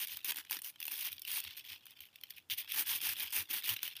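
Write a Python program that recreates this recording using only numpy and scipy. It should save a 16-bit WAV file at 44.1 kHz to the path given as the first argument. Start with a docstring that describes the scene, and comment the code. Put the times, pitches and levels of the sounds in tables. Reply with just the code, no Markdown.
"""Crinkled aluminium foil, smoothed by hand over a board on a table, heard close up in a small room.
Each stroke flattens tiny creases: they fizz in the treble, rattle the loose sheet and, under
pressure, scrape the board. Larger creases snap one by one, free facets ping, and the sheet
rustles between strokes. The palm bumps the table; faint room air lies underneath."""
import sys
import numpy as np
from scipy import signal
from scipy.fft import rfft, irfft
from scipy.io import wavfile

SR = 44100
rng = np.random.default_rng(int(sys.argv[2]) if len(sys.argv) > 2 else 0)


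def dump(signal):
    """Clip the signal to [-1, 1] and save it as 16-bit WAV at the path in sys.argv[1]."""
    limited = np.clip(np.atleast_2d(signal).T, -1, 1)
    pcm = np.round(limited * 32767).astype(np.int16)
    wavfile.write(sys.argv[1], SR, pcm)


N = 176400

# hand strokes: start_s, crest_s, end_s, fizz_db, rattle_db, scrape_db
STROKES = [(-.02, 0.006, 0.0467, -38.5, -39.5, -55.5), (0.067, 0.124, 0.18, -48.5, -46.5, -66.5),
           (0.252, 0.3, 0.3, -37, -40.5, -56.5), (0.362, 0.381, 0.41, -48, -45, -58.5),
           (0.501, 0.545, 0.5737, -46, -47, -59), (0.636, 0.665, 0.7, -43, -47.5, -64.5),
           (0.799, 0.84, 0.825, -52, -66, -68), (0.872, 0.93, 1.0006, -45, -45.5, -65),
           (0.989, 1.056, 1.0885, -40.5, -42, -61.5), (1.103, 1.123, 1.18, -57, -60, -86),
           (1.27, 1.38, 1.399, -39.5, -40.5, -60), (1.432, 1.433, 1.56, -72, -52.5, -74),
           (1.565, 1.576, 1.597, -47, -45, -89), (1.643, 1.731, 1.745, -55, -47, -71),
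           (2.008, 2.007, 2.065, -57.5, -53.5, -76), (2.237, 2.248, 2.237, -53.5, -48, -65),
           (2.3, 2.305, 2.298, -39, -43, -74), (2.363, 2.385, 2.383, -54.5, -51, -84),
           (2.503, 2.504, 2.54, -37, -36, -63), (2.575, 2.583, 2.616, -40.5, -41, -64),
           (2.688, 2.73, 2.745, -46, -43.5, -75.5), (2.739, 2.794, 2.828, -33, -38, -46.5),
           (2.864, 2.917, 2.978, -35, -37, -53.5), (3.013, 3.062, 3.13, -36, -37.5, -52),
           (3.163, 3.212, 3.275, -44, -43, -59.5), (3.324, 3.368, 3.422, -35, -37, -50.5),
           (3.501, 3.539, 3.597, -38, -38.5, -54.5), (3.638, 3.665, 3.663, -39.5, -38.5, -67),
           (3.671, 3.697, 3.738, -36, -36, -50), (3.82, 3.851, 3.896, -45.5, -42.5, -61),
           (3.959, 3.953, 3.9, -54, -51, -76)]
# larger creases: time_s, crack_db, rattle_db, knock_db
SNAPS = [(0.0471, -38, -45, -67), (0.0718, -37, -42, -75), (0.082, -39, -51, -72),
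         (0.1184, -41, -41.5, -65), (0.17, -33, -50, -51), (0.2459, -29, -37.5, -52),
         (0.2543, -46.5, -36.5, -61), (0.3036, -36, -33.5, -45.5), (0.3071, -30, -35.5, -46.5),
         (0.3191, -36, -34.5, -40), (0.344, -48.5, -57, -55.5), (0.3591, -35.5, -40, -53),
         (0.3696, -36, -43, -68), (0.3846, -42, -47, -49), (0.4492, -83.5, -50, -57.5),
         (0.4969, -47, -42.5, -78), (0.5095, -30.5, -39, -44.5), (0.5184, -35, -36, -50),
         (0.527, -32, -30, -47), (0.5677, -38, -39, -49), (0.5883, -43, -43.5, -54.5),
         (0.6183, -35, -51, -60), (0.6444, -34.5, -41.5, -73), (0.7581, -78, -50, -64),
         (0.8021, -37, -42, -57), (0.8151, -47, -40, -61), (0.827, -37, -37.5, -64),
         (0.839, -41.5, -55.5, -70), (0.853, -35.5, -40, -56.5), (0.8661, -38, -49, -66),
         (0.8791, -35, -35, -47.5), (0.9132, -39, -46, -51), (0.918, -33, -55.5, -51),
         (1.0096, -35, -43, -71), (1.1178, -37.5, -43, -80.5), (1.1274, -34.5, -39.5, -74),
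         (1.1805, -73, -41, -73), (1.194, -44, -51.5, -81), (1.2185, -36, -50, -78.5),
         (1.2499, -42, -39, -73), (1.2779, -43, -40, -77.5), (1.3149, -32.5, -44.5, -55.5),
         (1.4021, -32, -37.5, -56), (1.4394, -37, -46, -74.5), (1.7593, -64, -48, -68),
         (1.8554, -49, -68, -69.5), (1.866, -50, -48, -62), (1.9066, -51, -61.5, -74),
         (1.99, -66, -49, -72), (2.005, -43.5, -45, -66.5), (2.1575, -49.5, -45.5, -84),
         (2.2119, -50.5, -51, -73), (2.2356, -45, -37.5, -64), (2.3053, -38, -40, -76),
         (2.499, -48.5, -31.5, -63.5), (2.7194, -31, -32, -65), (2.7852, -34, -31, -54),
         (3.0906, -27.5, -41, -46.5), (3.133, -35, -44, -48), (3.2028, -39, -31, -65.5),
         (3.2282, -32, -45, -52), (3.3048, -41, -49, -64.5), (3.4916, -50.5, -66, -57.5),
         (3.5098, -35, -38.5, -58), (3.6908, -31.5, -29, -45), (3.7634, -59.5, -31, -50),
         (3.7661, -41, -58.5, -59), (3.79, -67, -39, -75), (3.8298, -28.5, -32, -44.5),
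         (3.8771, -37, -32, -56.5), (3.9658, -40.5, -39.5, -74)]
# loose sheet under the moving hand: time_s, level_db
RUSTLE_LEVELS = [(0, -57.5), (.2, -55), (.4, -57), (.445, -67), (.55, -61), (.69, -83), (.735, -70),
                 (.85, -53.5), (1.1, -50.5), (1.165, -63), (1.45, -49.5), (1.6, -52.5), (1.635, -70),
                 (1.7, -47.5), (1.8, -66), (1.93, -59.5), (2.07, -68), (2.125, -70), (2.24, -65),
                 (2.38, -64), (2.44, -76), (2.49, -94), (2.555, -57), (2.8, -50.5), (3.25, -48.5),
                 (3.47, -60), (3.65, -47), (3.8, -56.5), (4, -51.5)]
# fizz as heard, with a fixed notch near 7.4 kHz, probably the microphone's: freq_hz, gain_db
FIZZ_EQ = [(1200, -51), (2500, -27), (4500, -5), (5700, -2), (6500, -4), (7500, -14.5), (8700, -1),
           (10500, 1.5), (12300, 2.5), (14000, 8.5), (15200, 6)]
# rattle as heard, same notch: freq_hz, gain_db
RATTLE_EQ = [(700, -24.5), (1300, -24.5), (1700, -3), (2400, 5.5), (3100, 8), (3600, 4.5), (4200, 1),
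             (5500, -3.5), (6500, -11), (7400, -52), (9000, -29), (14500, 1)]
# pings of larger facets as heard, same notch: freq_hz, gain_db
PING_EQ = [(700, -23.5), (1400, -11), (2000, -2), (2550, 8), (3400, 11), (4100, 1), (5500, -1.5),
           (7400, -33), (14000, -16.5)]
# board colour: freq_hz, gain_db
BOARD_EQ = [(60, -9), (130, -10), (170, 5.5), (205, -2.5), (295, 10), (370, 3.5), (460, 3.5), (560, -1),
            (690, -1.5), (900, 12), (1250, 9.5), (1700, 16), (2600, 10.5), (4500, 6), (7400, 5), (9000, 4)]
# bands of rings and pings: edge_hz
BAND_EDGES_HZ = [60, 600, 1300, 2100, 2900, 3800, 5200, 7500, 10000, 12000, 13800, 16000]
# palm on the table: peak_s, level_db, swell_s, pitch_hz
BUMPS = [(0.136, -68, .021, 81), (1.139, -74.5, 0.046, 80.5), (1.478, -65, 0.0141, 84),
         (1.72, -74.5, 0.022, 80), (2.025, -72.5, 0.01, 85), (2.525, -63, 0.013, 81),
         (2.94, -65.5, 0.0373, 82.6), (3.091, -69, 0.032, 83.4), (3.246, -70, 0.0214, 80),
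         (3.405, -57, 0.016, 91), (3.721, -53.5, 0.0166, 105)]
# table rumble: freq_hz, gain_db
TABLE_EQ = [(30, -13), (55, 8.5), (72, 20), (88, 31.5), (102, 15.5), (118, 27.5), (145, 14), (300, 13.5),
            (600, -12), (2000, -28)]
# room air: freq_hz, gain_db
AIR_EQ = [(18, -63), (30, -26), (154, -6.5), (228, -10), (296, -5), (404, -10.5), (629, -12.5), (794, -11),
          (1870, -16), (3500, -19), (15000, -24)]

FIZZ_RING_S, SHEET_RING_S, BOARD_RING_S = .00054, .00175, .0035
TREBLE_PING_S, MID_PING_S = .0023, .0034


def foil(t, free_share=.33, rustle_fizz_db=-10, rustle_board_db=-20.5):
    """Crushed creases fizz, rattle and scrape; some spring free and ping. The loose sheet rustles."""
    power = stroke_power(t)
    pressure = np.maximum(np.sqrt(power[0]) / amp(-40.5), .1)
    creases_per_s = 2200 * pressure ** .6
    fizz, rattle, scrape = power * clicks(creases_per_s, spread_db=3)
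    rustle = amp(np.interp(t, *np.array(RUSTLE_LEVELS).T)) ** 2
    sprung = clicks(per_s=330, spread_db=4.5)
    free_fizz = free_share * power[0] + amp(rustle_fizz_db) ** 2 * rustle
    treble = ring((1 - free_share) * fizz, FIZZ_RING_S, FIZZ_EQ)
    treble += pings(free_fizz * sprung, TREBLE_PING_S, FIZZ_EQ)
    sheet = ring(rattle, SHEET_RING_S, RATTLE_EQ) + pings(rustle * sprung, MID_PING_S, PING_EQ)
    board = ring(scrape + amp(rustle_board_db) ** 2 * rustle * sprung, BOARD_RING_S, BOARD_EQ)
    return treble + sheet + board


def stroke_power(t, edge_db=-7.5, attack_s=.00354, release_s=.0053):
    """Fizz, rattle and scrape power: each stroke swells to its crest and eases off."""
    power = np.zeros((3, N))
    for start_s, crest_s, end_s, *levels_db in STROKES:
        off_crest = np.interp(t, [start_s, crest_s, end_s], [1, 0, 1])
        outside = np.maximum(start_s - t, 0) / attack_s + np.maximum(t - end_s, 0) / release_s
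        envelope = amp(edge_db * off_crest) * np.exp(-np.minimum(outside, 20))
        power += np.outer(amp(levels_db), envelope) ** 2
    return power


def snaps(free_share=.63, snap_s=.0018, buckle_s=.00055, ring_s=.0017):
    """A larger crease buckles in a short burst of tiny slips; its facet pings."""
    energy = np.zeros((3, N))
    for time_s, *levels_db in SNAPS:
        energy[:, int(time_s * SR)] += amp(levels_db) ** 2 * snap_s * SR
    damped = energy * [[1 - free_share], [1 - free_share], [1]]
    slips = fade(fade(damped, buckle_s), buckle_s)
    burst = sum(ring(part, ring_s, eq, shiver_db=-11.5)
                for part, eq in zip(slips, (FIZZ_EQ, RATTLE_EQ, BOARD_EQ)))
    crack, rattle = free_share * energy[:2]
    return burst + pings(crack, TREBLE_PING_S, FIZZ_EQ) + pings(rattle, MID_PING_S, PING_EQ)


def ring(energy, ring_s, eq, shiver_db=-8.5, shiver_s=.0074, wander_db=2):
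    """Hand-damped clicks: a short noisy ring, then a faint shiver of the whole sheet."""
    out = 0
    for band_hz in zip(BAND_EDGES_HZ, BAND_EDGES_HZ[1:]):
        share = energy * sizes(spread_db=5)
        share *= amp(wander_db * drift(per_s=27)) ** 2  # the hand covers other facets
        power = fade(share, ring_s) + amp(shiver_db) ** 2 * fade(share, shiver_s)
        bandpass = signal.butter(2, band_hz, "bandpass", fs=SR, output="sos")
        out += signal.sosfilt(bandpass, np.sqrt(power) * rng.standard_normal(N))
    return colour(out, eq)


def pings(energy, ring_s, eq, onset_s=.00028, scatter=.46, samples=500):
    """Free facets ring like tiny plates: one random pitch per click in each band but the lowest."""
    hits = np.flatnonzero(energy)
    age_s = np.arange(samples) / SR
    decay_s = ring_s * np.exp(scatter * rng.standard_normal(N)[hits, None])
    envelope = np.exp(-age_s / decay_s) * (1 - np.exp(-age_s / onset_s))
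    envelope *= np.sqrt(energy[hits] / (envelope ** 2).sum(1))[:, None]
    partials = 0
    for low_hz, high_hz in zip(BAND_EDGES_HZ[1:], BAND_EDGES_HZ[2:]):
        place, phase, weight = rng.random((N, 3))[hits].T[:, :, None]
        pitch_hz = low_hz + (high_hz - low_hz) * place
        gain = 2 * np.sqrt((high_hz - low_hz) / SR) * (.5 + weight)
        partials += gain * np.sin(2 * np.pi * (pitch_hz * age_s + phase))
    slots = hits[:, None] + np.arange(samples)
    return colour(np.bincount(slots.ravel(), (envelope * partials).ravel(), N), eq)


def table(t, rest_db=-84, rub_db=-4):
    """Soft palm pushes make the table boom, over a low rumble of rubbing."""
    boom, push = 0, 0
    for peak_s, level_db, swell_s, pitch_hz in BUMPS:
        press = amp(level_db) * np.exp(-.5 * ((t - peak_s) / swell_s) ** 2)
        boom += press * np.sin(2 * np.pi * pitch_hz * (t - peak_s))
        push += press
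    rumble = colour(rng.standard_normal(N), TABLE_EQ)
    return boom + (amp(rest_db) + amp(rub_db) * push) * rumble


def room(x, t, t60_s=.2, tail_db=-19.5, delay_s=.004):
    """Direct sound plus a faint tail from the walls."""
    tail = rng.standard_normal(N) * np.exp(-np.log(1000) * t / t60_s) * (t > delay_s)
    return x + amp(tail_db) * signal.fftconvolve(x, tail / np.linalg.norm(tail))[:N]


def air(level_db=-76.5):
    """Steady room noise."""
    noise = colour(rng.standard_normal(N), AIR_EQ)
    return amp(level_db) * noise / noise.std()


def clicks(per_s, spread_db):
    """Energy of randomly timed clicks, mean power 1."""
    chance = np.clip(per_s / SR, 1e-6, 1)
    return (rng.random(N) < chance) * sizes(spread_db) / chance


def sizes(spread_db):
    """Random energy factors, mean 1."""
    energy = amp(spread_db * np.clip(rng.standard_normal(N), -2.5, 2.5)) ** 2
    return energy / energy.mean()


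def fade(energy, ring_s):
    """Spread each click's energy over an exponential decay."""
    pole = np.exp(-2 / (ring_s * SR))
    return signal.lfilter([1 - pole], [1, -pole], energy + 1e-18)


def drift(per_s, knots=512):
    """Random wander, spread near 1."""
    return np.interp(np.arange(N) / SR * per_s, np.arange(knots), rng.standard_normal(knots))


def colour(x, eq, taps=8192):
    """Minimum-phase filter through freq_hz, gain_db points."""
    freq_hz, gain_db = np.array(eq, float).T
    bins_hz = np.maximum(np.fft.rfftfreq(taps, 1 / SR), 1)
    gain = amp(np.interp(np.log(bins_hz), np.log(freq_hz), gain_db))
    cepstrum = irfft(np.log(gain))
    cepstrum[1:taps // 2] *= 2
    cepstrum[taps // 2 + 1:] = 0
    impulse = irfft(np.exp(rfft(cepstrum)))
    return signal.fftconvolve(x, impulse)[:N]


def amp(db):
    """Decibels to gain."""
    return 10 ** (np.asarray(db) / 20)


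def scene():
    """Foil in the room, table and air; mono."""
    t = np.arange(N) / SR
    return (room(foil(t) + snaps(), t) + table(t) + air())[None]


def record(dry):
    """Steep low-pass on the top treble."""
    cutoff_hz = 15350
    return signal.sosfilt(signal.ellip(10, .2, 70, cutoff_hz, fs=SR, output="sos"), dry)


dry = scene()
out = record(dry)
dump(out)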